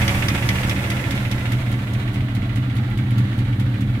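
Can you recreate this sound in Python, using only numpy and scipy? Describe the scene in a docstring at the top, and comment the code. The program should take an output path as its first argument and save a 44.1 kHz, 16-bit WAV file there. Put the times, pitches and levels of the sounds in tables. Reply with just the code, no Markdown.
"""Beside a V8 truck idling at night, a worn valve lifter ticks once in every engine cycle.
We start over the open engine bay, where the other valves clatter and the fan pushes a wash of air.
Then we move along the side towards the tail, and the ticks grow faint and blurred. The exhaust keeps
loping: eight uneven puffs a cycle make the pipe ring. A faint ring and a scuff pass late in the walk."""
import sys
import numpy as np
from scipy import signal
from scipy.fft import rfft, irfft
from scipy.io import wavfile

SR = 44100
rng = np.random.default_rng(int(sys.argv[2]) if len(sys.argv) > 2 else 0)


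def wrap_up_sound(samples):
    """Save the sound to the file named by the first command line argument, as 16-bit audio."""
    columns = np.atleast_2d(samples).T
    # keep every value between -1 and 1, then stretch to whole-number steps
    tamed = np.clip(columns, -1, 1)
    steps = np.round(tamed * 32767).astype(np.int16)
    wavfile.write(sys.argv[1], SR, steps)


N = 176400
T, HZ = np.arange(N) / SR, np.fft.rfftfreq(N, 1 / SR)

# How alike the two ears hear a noise; 1 or more means identical: (frequency [Hz], likeness [ratio])
EAR_LIKENESS = [(50, 1.1), (200, 2.5), (350, 0.53), (550, 0.89), (900, 0.21), (2000, -0.21), (16000, 0)]
# Left ear against right, over the bay and beside the cab: (frequency [Hz], left minus right [dB])
BALANCE_BAY = [(60, -3), (200, -1), (380, -1.5), (700, -.5), (1290, -3), (2380, -5.5), (4400, 0.5),
               (8120, 3), (15000, 4)]
BALANCE_CAB = [(60, -0.3), (200, -0.8), (380, -3), (700, 0), (1290, -7.5), (2380, -7.5), (4400, -0.5),
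               (8120, -0.5), (15000, 0)]
# Tone of the fan, belt and intake air, in the same two spots: (frequency [Hz], relative level [dB])
WASH_TONE_BAY = [(180, 4), (300, -20.5), (354, 1), (405, -12.5), (565, -4), (634, -9.5), (801, -4),
                 (994, -9), (1150, -8.5), (1250, -9), (1970, -5), (4370, -19), (11300, -23), (15000, -27),
                 (16000, -42)]
WASH_TONE_CAB = [(180, -29), (300, -4), (360, -6), (420, -12), (550, -9), (700, -8.5), (850, -10),
                 (1030, -14), (1350, -11), (1900, -12), (2500, -16), (3900, -17), (5300, -33), (8000, -38),
                 (11000, -41), (13300, -48), (16000, -62)]
# Loudness of that air along the walk: (time [s], level [dB])
WASH_LEVEL = [(0, -24.5), (.5, -28.5), (1.2, -32), (1.8, -36), (2.4, -39), (3.2, -38), (4, -40)]
# Tone of the faint scuff: (frequency [Hz], relative level [dB])
SCUFF_TONE = [(1000, -17), (4200, 8), (5200, -8), (6500, 2), (8000, -9), (10200, -4), (12000, -19),
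              (16000, -22)]
# Pitches at which the bay and its sheet metal ring: (frequency [Hz], width [Hz], boost [dB])
BAY_RESONANCES = [(550, 50, 4), (1147, 30, 5), (1376, 25, 4.5), (1759, 40, 3), (2003, 70, 4.5),
                  (2278, 40, 4), (2868, 54, 2.5), (3381, 65, 3), (4642, 60, 3)]
# Valve knocks in each cycle: (delay after the worn lifter [s], relative level [dB])
VALVE_KNOCKS = [(0.014, 2), (.066, 1), (.092, -1), (.113, -21), (.143, 3.5), (0.158, -4)]
# Ring of the valve covers: (frequency [Hz], relative level [dB])
COVER_TONE = [(300, -17), (700, -10), (1100, -12), (1700, -6), (2050, 1), (2450, 1), (3000, -6), (3600, -8),
              (5000, -21), (9000, -27), (13000, -34), (16000, -48)]
# Loudness of the valve clatter along the walk: (time [s], level [dB])
CLATTER_LEVEL = [(0, -30), (.5, -32.5), (1.2, -36.5), (1.8, -42), (2.4, -44), (3.2, -47.5), (4, -47)]
# Swirling air under the truck: (frequency [Hz], relative level [dB])
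RUMBLE_TONE = [(12, -42), (25, -22), (34, -8), (48, 1), (64, -10), (95, 1), (130, -2), (160, -12), (198, 1),
               (245, -9), (280, -3), (400, -16), (800, -40)]
# Each cylinder's puff, in firing order: (lag [s], strength over the bay [dB], strength by the cab [dB])
CYLINDER_PUFFS = [(0.01057, -5, -2.5), (0.01052, -2, -0.5), (0.01284, -1.5, -4.5), (0.0124, -3, -3.5),
                  (0.01125, -12, -5.5), (0.01178, -7, -10.5), (0.01, -1, -4), (0.01131, -4, -3)]
# How much earlier the puffs arrive as the tailpipe gets nearer: (time [s], head start [s])
PUFF_HEAD_START = [(0, 0.0037), (1.4, 0.0024), (2.05, .0073), (2.65, .0105), (3.7, 0.021)]
# Ring of the exhaust pipe and underbody: (frequency [Hz], relative level [dB])
PIPE_TONE = [(10, -88), (27, -68), (38, -54), (52, -44), (62, -51), (77, -36.5), (88, -42), (102, -24),
             (112, -50.5), (120, -25.5), (128, -25.5), (142, -42), (170, -55), (192, -34.5), (220, -44.5),
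             (240, -51.5), (273, -42.5), (300, -52.5), (325, -50), (400, -62), (700, -79.5), (2000, -110)]
# Loudness of the pipe along the walk: (time [s], level [dB])
PIPE_LEVEL = [(0, -20), (.6, -21.5), (1.1, -24), (1.7, -23), (2.5, -22), (3.2, -21), (4, -20)]
# How the side of the truck changes the exhaust note: (frequency [Hz], boost [dB])
EXHAUST_SIDE_BOOST = [(30, 4), (50, 3), (77, -10), (92, 3), (102, -0.5), (115, 4), (128, 2), (160, -5),
                      (195, -2), (220, 2), (270, 2), (350, -6)]
# Lighter, thinner ticks and a small stray click: (time [s], level [dB])
LIGHT_TICK_HITS = [(1.714, -34.5), (2.1315, -40), (2.346, -43), (2.7526, -38), (2.899, -43), (3.106, -36),
                   (3.378, -39), (3.446, -47)]
# Tone of those light ticks: (frequency [Hz], relative level [dB])
LIGHT_TICK_TONE = [(800, -20), (2500, 13), (6000, -10), (10000, -1), (14000, -6), (16000, -5)]
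# Ticks of the worn lifter, which also mark the engine cycles: (time [s], relative level [dB])
LIFTER_TICKS = [(.078, 3), (.283, 2.5), (.488, 2), (0.694, -2), (.900, -4.5), (1.107, -6.5), (1.312, -8),
                (1.518, -10.5), (1.724, -18.5), (1.933, -17.5), (2.14, -19.5), (2.349, -19), (2.556, -18),
                (2.764, -19.5), (2.973, -20.5), (3.179, -17.5), (3.387, -22.5), (3.596, -19), (3.806, -20)]
# Ring of the lifter over the bay and beside the cab: (frequency [Hz], relative level [dB])
LIFTER_TONE_BAY = [(400, -24), (1200, -3.5), (1700, 1.5), (2050, 14.5), (2600, 1), (3300, 6.5),
                   (4200, -3.5), (5000, -0.5), (6000, -0.5), (7500, -15.5), (10000, -9.5), (13000, -13.5),
                   (16000, -26)]
LIFTER_TONE_CAB = [(400, -15), (1200, -6), (2000, 0), (2600, -3), (3500, 2), (4400, -5), (5500, -9),
                   (7500, -10), (10000, -12), (13000, -12), (16000, -21)]

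LEAVE_BAY_S, REACH_CAB_S = 0.45, 2.34


def amp(db):
    """Turns decibels into a number to multiply a sound by."""
    return 10 ** (np.asarray(db) / 20)


def unit(x):
    """Scales a signal to an average size (rms) of 1."""
    return x / np.sqrt(np.mean(x ** 2) + 1e-20)


def curve(points, t=T):
    """Joins the points of a time table with straight lines."""
    return np.interp(t, *np.transpose(points))


def spectrum(points):
    """Joins the points of a frequency table, giving each octave equal room."""
    hz, value = np.transpose(points)
    return np.interp(np.log(HZ + 1), np.log(np.maximum(hz, 1)), value)


def filtered(x, gain):
    """Applies a gain to each frequency; added silence keeps the end from spilling into the start."""
    padded_gain = np.interp(np.fft.rfftfreq(2 * N, 1 / SR), HZ, gain)
    return irfft(rfft(x, 2 * N) * padded_gain, 2 * N)[..., :N]


def noise(tone):
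    """Stereo noise with the given tone, alike in both ears only at low pitches."""
    left, other = rfft(rng.standard_normal((2, N)))
    likeness = np.clip(spectrum(EAR_LIKENESS), -1, 1)
    right = likeness * left + np.sqrt(1 - likeness ** 2) * other
    return unit(irfft(np.array([left, right]) * amp(spectrum(tone)), N))


def drift(rate_hz):
    """A smooth random wobble with an average size of 1."""
    return unit(irfft(rfft(rng.standard_normal(N)) * np.exp(-(HZ / rate_hz) ** 2), N))


def swell(start_s, length_s):
    """A smooth rise and fall."""
    return np.sin(np.pi * np.clip((T - start_s) / length_s, 0, 1))


def impact(start_s, rise_s, decay_s):
    """The power of one tick or knock: it rises fast, then dies away."""
    age = np.maximum(T - start_s, 0)
    return (np.minimum(age / rise_s, 1) * np.exp(-np.minimum(age / decay_s, 20))) ** 2


def along_walk(bay, cab, t=T):
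    """Slides from what we hear over the bay to what we hear beside the cab."""
    walked = np.clip((t - LEAVE_BAY_S) / (REACH_CAB_S - LEAVE_BAY_S), 0, 1)
    return bay * (1 - walked) + cab * walked


def walking_noise(bay_tone, cab_tone):
    """Noise that changes tone along the walk while its power stays even."""
    walked = along_walk(0, 1)
    return np.sqrt(1 - walked) * noise(bay_tone) + np.sqrt(walked) * noise(cab_tone)


def cycle_starts():
    """When engine cycles begin: at each lifter tick, plus one cycle before and two after."""
    ticks = np.array(LIFTER_TICKS)[:, 0]
    period = np.diff(ticks).mean()
    return np.r_[ticks[0] - period, ticks, ticks[-1] + period, ticks[-1] + 2 * period]


def fan_wash(flutter_db=1.2):
    """Air rushing through the fan, belt and intake flutters, and fades and dulls as we walk."""
    air = walking_noise(WASH_TONE_BAY, WASH_TONE_CAB)
    return air * amp(curve(WASH_LEVEL) + flutter_db * drift(rate_hz=28))


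def faint_ring(pitch_hz=845, level_db=-45.5):
    """A brief, quiet note that wavers a little."""
    phase = 2 * np.pi * pitch_hz * T + 0.44 * drift(rate_hz=12)
    return amp(level_db) * swell(start_s=2.72, length_s=.32) * np.sin(phase)


def faint_scuff(level_db=-55):
    """A short, soft swell of high hiss."""
    return amp(level_db) * swell(start_s=3.14, length_s=.33) * noise(SCUFF_TONE)


def bodywork(sound, spots=7, echoes=24, echo_db=-9.5, spread_s=.014, dull_hz=3240):
    """The bay rings at its own pitches, and the panels send back dull echoes that change as we move."""
    boost_db = sum(db / (1 + (2 * (HZ - hz) / width) ** 2) for hz, width, db in BAY_RESONANCES)
    heard = filtered(sound, amp(boost_db))
    dull = filtered(heard, amp(echo_db) / np.sqrt(1 + (HZ / dull_hz) ** 2))
    for spot_s in np.linspace(0, T[-1], spots):  # each spot has its own echo pattern
        pattern = np.zeros(int(spread_s * SR) + 1)
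        strengths = rng.choice([-1, 1], echoes) / np.sqrt(echoes)
        pattern[(rng.random(echoes) * len(pattern)).astype(int)] = strengths
        nearness = np.sqrt(np.maximum(1 - abs(T - spot_s) * (spots - 1) / T[-1], 0))
        heard = heard + nearness * signal.oaconvolve(dull, pattern[None], axes=1)[:, :N]
    return heard


def valve_clatter(scatter_s=0.002, scatter_db=1.8):
    """The other valves knock dully through their covers, in the same order every cycle."""
    power = np.zeros(N)
    for start in cycle_starts()[:-2]:
        for delay, db in VALVE_KNOCKS:
            late, hard = rng.standard_normal(2)
            knock = impact(start + delay + scatter_s * late, rise_s=0.0027, decay_s=0.017)
            power += amp(db + scatter_db * hard) ** 2 * knock
    return amp(curve(CLATTER_LEVEL)) * unit(np.sqrt(power) * noise(COVER_TONE))


def pipe_ring():
    """How the exhaust pipe rings after a single puff."""
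    log_gain = np.log(amp(spectrum(PIPE_TONE)))
    mirrored = np.r_[log_gain, log_gain[1:-1][::-1]]
    response = np.exp(np.conj(signal.hilbert(mirrored)))  # minimum phase: no ringing before the puff
    return np.fft.ifft(response).real[:SR // 2]


def exhaust(scatter_s=.00025, scatter_db=1.1, rumble_db=-30.5):
    """Eight uneven puffs a cycle make the pipe ring, over a rumble of swirling air."""
    starts = cycle_starts()
    lag, bay_db, cab_db = np.transpose(CYLINDER_PUFFS)
    times = starts[:-1, None] + np.diff(starts)[:, None] * np.arange(len(lag)) / len(lag) + lag
    times = times - curve(PUFF_HEAD_START, times) + scatter_s * rng.standard_normal(times.shape)
    strength_db = along_walk(bay_db, cab_db, times) + scatter_db * rng.standard_normal(times.shape)
    puffs = np.zeros(N + 2 * SR)  # a spare second at each end
    puffs[np.round(times * SR).astype(int) + SR] = amp(strength_db)
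    pipe = unit(signal.fftconvolve(puffs, pipe_ring())[SR:SR + N])
    sound = pipe * amp(curve(PIPE_LEVEL)) + amp(rumble_db) * noise(RUMBLE_TONE)
    return along_walk(sound, filtered(sound, amp(spectrum(EXHAUST_SIDE_BOOST))))


def light_ticks():
    """Thin, quiet ticks and a small stray click that come and go."""
    power = sum(amp(db) ** 2 * impact(start, rise_s=.001, decay_s=0.0096) for start, db in LIGHT_TICK_HITS)
    return np.sqrt(power) * noise(LIGHT_TICK_TONE)


def worn_lifter(gain_db=-16.5, cab_boost_db=0.5, rise_s=.0025, tail_db=-15.5, second_db=-18):
    """A sharp metal tick; echoes blur it and its tone changes once the truck's side hides the engine."""
    power = np.zeros(N)
    for start, db in LIFTER_TICKS:
        decay_s = along_walk(bay=.007, cab=.015, t=start)
        tick = impact(start, rise_s, decay_s)
        tail = amp(tail_db) ** 2 * impact(start, rise_s, decay_s=0.02)
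        second_lifter = amp(second_db) ** 2 * impact(start + 0.06, rise_s, decay_s)
        power += amp(db) ** 2 * (tick + tail + second_lifter)
    walked = along_walk(0, 1)
    bay_ring = np.sqrt(1 - walked) * noise(LIFTER_TONE_BAY)
    cab_ring = np.sqrt(walked) * amp(cab_boost_db) * noise(LIFTER_TONE_CAB)
    return amp(gain_db) * np.sqrt(power) * (bay_ring + cab_ring)


def scene(ear_gap_s=0.00012):
    """Engine and exhaust, heard first over the bay and then beside the cab."""
    engine = bodywork(worn_lifter() + light_ticks() + valve_clatter() + fan_wash())
    small_sounds = faint_ring() + faint_scuff()
    channels = []
    for front, pipe, side in zip(engine + small_sounds, exhaust(), (.5, -.5)):  # left ear, then right
        delay = np.exp(-2j * np.pi * HZ * side * ear_gap_s)  # the exhaust reaches the right ear first
        mix = front + filtered(pipe, delay)
        bay = filtered(mix, amp(side * spectrum(BALANCE_BAY)))
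        cab = filtered(mix, amp(side * spectrum(BALANCE_CAB)))
        channels.append(along_walk(bay, cab))
    return np.array(channels)


def record(dry):
    """Cuts away the very highest treble."""
    cutoff_hz = 15850
    low_pass = signal.firwin(511, cutoff_hz, window=("kaiser", 9), fs=SR)
    return signal.oaconvolve(dry, low_pass[None], "same", axes=1)


dry = scene()
out = record(dry)
wrap_up_sound(out)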